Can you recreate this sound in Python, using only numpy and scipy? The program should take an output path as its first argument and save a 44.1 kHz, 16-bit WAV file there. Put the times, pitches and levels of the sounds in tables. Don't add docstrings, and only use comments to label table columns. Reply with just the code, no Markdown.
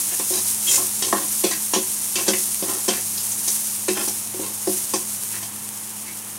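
import sys
import numpy as np
from scipy import signal
from scipy.fft import rfft, irfft
from scipy.io import wavfile
from scipy.ndimage import uniform_filter1d

SR = 44100
rng = np.random.default_rng(int(sys.argv[2]) if len(sys.argv) > 2 else 0)


def dump_mix(stems):
    frames = np.atleast_2d(stems).T
    limited = np.clip(frames, -1, 1)
    pcm = np.round(limited * 32767).astype(np.int16)
    wavfile.write(sys.argv[1], SR, pcm)


N = 281358


def undb(db):
    return 10 ** (np.asarray(db) / 20)


def unit(x):
    return x / np.sqrt(np.mean(x ** 2))


def blow(x):
    return x / np.sqrt(np.sum(x ** 2) / (.01 * SR))


def add(track, s, sound):
    start = max(int(s * SR), 0)
    track[start:start + len(sound)] += sound[:N - start]


def colour(x, points):
    hz, db = np.transpose(points)
    bins = np.maximum(np.fft.rfftfreq(len(x), 1 / SR), 1)
    gain = undb(np.interp(np.log(bins), np.log(hz), db))
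    return irfft(rfft(x) * gain, len(x))


def band(x, hz, q):
    w = 2 * np.tan(np.pi * min(hz, SR / 3) / SR)
    b, a = signal.bilinear([w / q, 0], [1, w / q, w * w])
    return signal.lfilter(b, a, x)


def walk(rate):
    k = int(SR / rate)
    steps = np.repeat(rng.standard_normal(N // k + 1), k)
    smooth = uniform_filter1d(uniform_filter1d(steps, k), k)
    return unit(smooth[:N])


def clicks(size, per_s, spread):
    sizes = undb(spread * np.minimum(rng.exponential(size=size), 5))
    happens = rng.random(size) < per_s / SR
    return unit(happens * sizes * rng.choice([-1, 1], size))


def fade(t, t60):
    return np.exp(-np.log(1000) * t / t60)


ROOM_T60_S, ROOM_DB = 0.31, -10.5


def kitchen(x, first_echo_s=0.0031):
    t = np.arange(SR // 2) / SR
    tail = rng.standard_normal(len(t)) * fade(t, ROOM_T60_S) * (t > first_echo_s)
    tail = tail / np.sqrt(np.sum(tail ** 2))
    return x + undb(ROOM_DB) * signal.fftconvolve(x, tail)[:N]


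# f/Hz, relative level/dB per Hz
BURNER_SPECTRUM = [(25, -46), (45, -28), (65, -1.5), (100, -0.5), (130, 2), (170, 4.5), (250, 2.5),
                   (330, 0.5), (450, -0.5), (620, -2.5), (900, 3.5), (1500, -3.5), (3000, -2.5),
                   (6000, -17.5)]
# f/Hz on average, rms level/dB
HUM_PARTIALS = [(105, -52), (209.5, -47), (315, -58)]


def background(burner_db=-43, waver_db=2, drift=0.01375):
    hum = 0
    for hz, db in HUM_PARTIALS:
        phase = 2 * np.pi * np.cumsum(hz * (1 + drift * walk(22))) / SR
        partial = np.sin(phase) * undb(waver_db * walk(9.1))
        hum = hum + undb(db) * unit(partial)
    burner = unit(colour(rng.standard_normal(N), BURNER_SPECTRUM))
    return hum + undb(burner_db) * burner


# t/s, relative level/dB
FRYING_LEVEL = [(0, -26), (1.0, -27.5), (3.7, -28), (3.92, -31), (4.3, -32.5), (4.8, -30), (5.35, -31),
                (5.53, -34.5), (6.38, -36.5)]
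# t/s at the peak, relative level/dB
STIR_FLARES = [(.3, -30), (.48, -29), (.73, -22.5), (1.35, -27.5), (2.4, -28), (3.25, -33.5), (3.51, -27.5),
               (4.06, -30), (4.72, -29)]
FLARE_RISE_S, FLARE_FALL_S = 0.085, 0.12


def frying_db():
    t = np.arange(N) / SR
    power = undb(np.interp(t, *np.transpose(FRYING_LEVEL))) ** 2
    for s, db in STIR_FLARES:
        width = np.where(t < s, FLARE_RISE_S, FLARE_FALL_S)
        flare = undb(db) * np.exp(-((t - s) / width) ** 2)
        power = power + flare ** 2
    return 10 * np.log10(power)


# f/Hz, relative level/dB
BUBBLE_SPECTRUM = [(500, -29.5), (1100, -24.5), (2200, -20.5), (4000, -14.5), (4900, -12), (5600, -7.5),
                   (6700, -4.5), (7900, -5), (8700, 0.5), (9500, -2.5), (10800, -0.5), (12200, -6),
                   (13500, -8), (15600, -12)]


def sizzle(fizz_db=3, crackle_db=-10, flutter_db=0.82):
    fizz = unit(colour(clicks(N, per_s=16000, spread=2.5), BUBBLE_SPECTRUM))
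    crackle = unit(colour(clicks(N, per_s=450, spread=5.3), BUBBLE_SPECTRUM))
    level = undb(frying_db() + flutter_db * walk(60))
    return level * (undb(fizz_db) * fizz + undb(crackle_db) * crackle)


# t/s, starting amplitude as level/dB
OIL_SPITS = [(.629, -5.5), (2.546, 0), (3.318, -8), (4.736, -9), (5.236, -6), (5.290, -11), (5.563, -11),
             (5.690, -8)]


def spits(hz=9500, t60=0.0015):
    out, t = np.zeros(N), np.arange(SR // 200) / SR
    for s, db in OIL_SPITS:
        pitch = hz * (1 + 0.07 * rng.standard_normal())
        add(out, s, undb(db) * fade(t, t60) * np.sin(2 * np.pi * pitch * t))
    return out


def ring(modes, t, scatter_db=1, detune=0.005):
    hz, db, t60 = np.transpose(modes)[:, :, None]
    side, weight, load = rng.standard_normal((3, len(modes), 1))
    size = np.sign(side) * undb(db + scatter_db * weight)
    motion = size * fade(t, t60) * np.sin(2 * np.pi * hz * (1 + detune * load) * t)
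    high_pass = signal.butter(4, 0.86 * hz.min(), "high", fs=SR, output="sos")
    return signal.sosfilt(high_pass, motion.sum(axis=0))


# f/Hz, relative level/dB, t60/s
BOTTOM_MODES = [(203, -8.5, 0.19), (225.3, -14.5, 0.27), (324.7, -1, 0.15), (372.6, 1.5, 0.15),
                (453, -9, 0.098), (539.5, -3.5, 0.063), (619, -14.5, 0.035), (705, -10, 0.1)]


def bottom_ring(t):
    return ring(BOTTOM_MODES, t)


# f/Hz, relative level/dB, t60/s
WALL_MODES = [(681, -3.5, 0.097), (749, -4.5, 0.11), (847, -3.5, 0.072), (999, -3, 0.11),
              (1059, 1.5, 0.067), (1131, -6, 0.061), (1387, -11, 0.067), (1670, -12, 0.015),
              (1820, -4, 0.033)]


def wall_ring(t):
    return ring(WALL_MODES, t)


# f/Hz, relative level/dB, t60/s
SPOON_MODES = [(2230, 13, 0.018), (2630, 7, 0.086), (3195, 7.5, 0.062), (3320, -2, 0.072),
               (4200, -26, 0.014), (4570, -15, 0.1), (5730, 5, 0.042), (5960, 12, 0.078), (6250, -11, .06),
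               (6400, 17, 0.015), (7550, -8, 0.022), (8760, 32.5, 0.0062)]
# f/Hz, relative level/dB
SHIMMER_SPECTRUM = [(700, -27), (1500, 8.5), (3000, 0.5), (6500, 8), (9000, 6), (12000, -19), (15500, -3)]


def spoon_ring(t, hz, q, shimmer_db=3, shimmer_t60=0.04, skirt_share=0.29):
    shimmer = colour(rng.standard_normal(len(t)), SHIMMER_SPECTRUM) * fade(t, shimmer_t60)
    metal = blow(ring(SPOON_MODES, t)) + undb(shimmer_db) * blow(shimmer)
    return band(band(metal, hz, q), hz, skirt_share * q)


# t/s at the middle, length/s, pot bottom level/dB, spoon level/dB,
# centre of the rasp f/Hz
SPOON_SCRAPES = [(0.134, 0.053, -41, -35.5, 3000), (0.361, 0.12, -36.5, -26.5, 4300),
                 (0.721, .15, -39, -17.5, 6900), (.813, 0.099, -35, -44, 5000),
                 (1.076, 0.093, -38, -29, 5430), (1.193, .15, -34.5, -35.5, 2510),
                 (2.201, 0.097, -33.5, -38, 2670), (2.292, 0.073, -29.5, -23.5, 3630),
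                 (2.714, .19, -33.5, -37.5, 3500), (2.952, .12, -41, -32.5, 2500),
                 (3.995, .11, -33, -29.5, 2930), (4.446, .13, -39, -37, 4000),
                 (5.351, .11, -47.5, -37.5, 2100), (6.091, 0.1, -51, -40, 2500)]
RASP_Q, SCRAPE_WALL_DB = 0.86, -3


def scrapes(pressed_t60=.15):
    out, t = np.zeros(N), np.arange(SR // 4) / SR
    for s, length, pot_db, spoon_db, hz in SPOON_SCRAPES:
        pressure = np.sin(np.pi * np.minimum(t / length, 1))
        slips = clicks(len(t), per_s=1500, spread=3.7) * pressure
        parts = [(bottom_ring(t), pot_db),
                 (wall_ring(t), pot_db + SCRAPE_WALL_DB),
                 (spoon_ring(t, hz, RASP_Q), spoon_db)]
        for response, db in parts:
            rasp = signal.fftconvolve(slips, response * fade(t, pressed_t60))
            match = np.sqrt(np.sum(pressure ** 2) / np.sum(rasp ** 2))
            add(out, s - length / 2, undb(db) * rasp * match)
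    return out


def squeak(start_s=.664, length_s=.036, hz=3170, q=12, db=-18.0):
    out, t = np.zeros(N), np.arange(SR // 4) / SR
    pressure = np.sin(np.pi * np.minimum(t / length_s, 1))
    slips = clicks(len(t), per_s=2400, spread=2.1) * pressure
    sound = blow(signal.fftconvolve(slips, spoon_ring(t, hz, q)))
    add(out, start_s, undb(db) * sound)
    return out


CLANK_PULL_HZ, CLANK_Q, GLANCE_DB = 6340, 0.54, 14.5
RING_Q, RING_DB = 7.3, -6


def clink(t, hz, glance_db):
    clank_q = CLANK_Q * 2 ** (max(glance_db, 0) / GLANCE_DB)
    clank = spoon_ring(t, np.sqrt(hz * CLANK_PULL_HZ), clank_q)
    note = spoon_ring(t, hz, RING_Q)
    return blow(clank) + undb(RING_DB) * blow(note)


# t/s, pot bottom level/dB, pot wall level/dB, spoon level/dB, note of the clink f/Hz,
# time constant of the chatter t/s
SPOON_BLOWS = [(.197, -28.5, -31.5, -30, 2900, 0.018), (.305, -25, -52, -44, 3050, 0.012),
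               (.775, -37, -31, -44, 4000, 0.017), (1.022, -30.5, -32, -17.5, 3330, 0.014),
               (1.127, -17.5, -14.5, -25.5, 1690, 0.0087), (1.438, -13.5, -28.5, -17, 2510, 0.034),
               (1.511, -41, -32.5, -20.5, 1850, 0.026), (1.735, -23.5, -22, -15, 3170, .024),
               (1.761, -17.5, -30.5, -27, 3500, 0.0085), (2.156, -29, -40, -16.5, 2620, 0.037),
               (2.280, -15, -32, -15.5, 5740, 0.0084), (2.333, -27, -33.5, -22, 2190, 0.017),
               (2.625, -23.5, -35, -29, 3450, 0.015), (2.881, -16.5, -24, -15.5, 3050, 0.023),
               (3.175, -49, -48, -25.5, 4130, 0.0081), (3.318, -54, -54, -23, 7500, 0.014),
               (3.477, -35, -38.5, -18, 6060, 0.011), (3.882, -16, -29, -18.5, 2560, 0.017),
               (4.077, -29, -36, -23, 5900, .014), (4.340, -29, -52, -36.5, 3000, 0.007),
               (4.395, -24, -54, -40, 3000, .015), (4.672, -15.5, -31.5, -30, 5000, 0.023),
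               (4.936, -20.5, -23.5, -18, 5500, 0.015), (5.426, -55, -39, -31.5, 3140, .012)]
BOUNCE_S, BOUNCE_DB = .022, -9


def knocks(bottom_chatter_db=-8, wall_chatter_db=-4, spoon_chatter_db=12):
    out, t = np.zeros(N), np.arange(SR // 4) / SR
    push = blow(signal.unit_impulse(len(t)))
    for s, bottom_db, wall_db, spoon_db, hz, decay in SPOON_BLOWS:
        glance_db = spoon_db - max(bottom_db, wall_db)
        for delay, contact_db in [(0, 0), (BOUNCE_S, BOUNCE_DB)]:
            chatter = blow(clicks(len(t), per_s=2700, spread=2.1) * np.exp(-t / decay))
            parts = [(bottom_ring(t), bottom_db, bottom_chatter_db),
                     (wall_ring(t), wall_db, wall_chatter_db),
                     (clink(t, hz, glance_db), spoon_db, spoon_chatter_db)]
            for response, db, chatter_db in parts:
                force = push + undb(chatter_db) * chatter
                sound = blow(signal.fftconvolve(force, response))
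                add(out, s + delay, undb(db + contact_db) * sound)
    return out


def scene():
    spoon = kitchen(knocks() + scrapes() + squeak())
    mono = spoon + sizzle() + spits() + background()
    return np.array([mono, mono])


TOP_HZ, CEILING = 15750, .8


def record(dry):
    rounded = dry / (1 + (dry / CEILING) ** 6) ** (1 / 6)
    low_pass = signal.ellip(12, .1, 90, TOP_HZ, fs=SR, output="sos")
    return signal.sosfilt(low_pass, rounded)


dry = scene()
out = record(dry)
dump_mix(out)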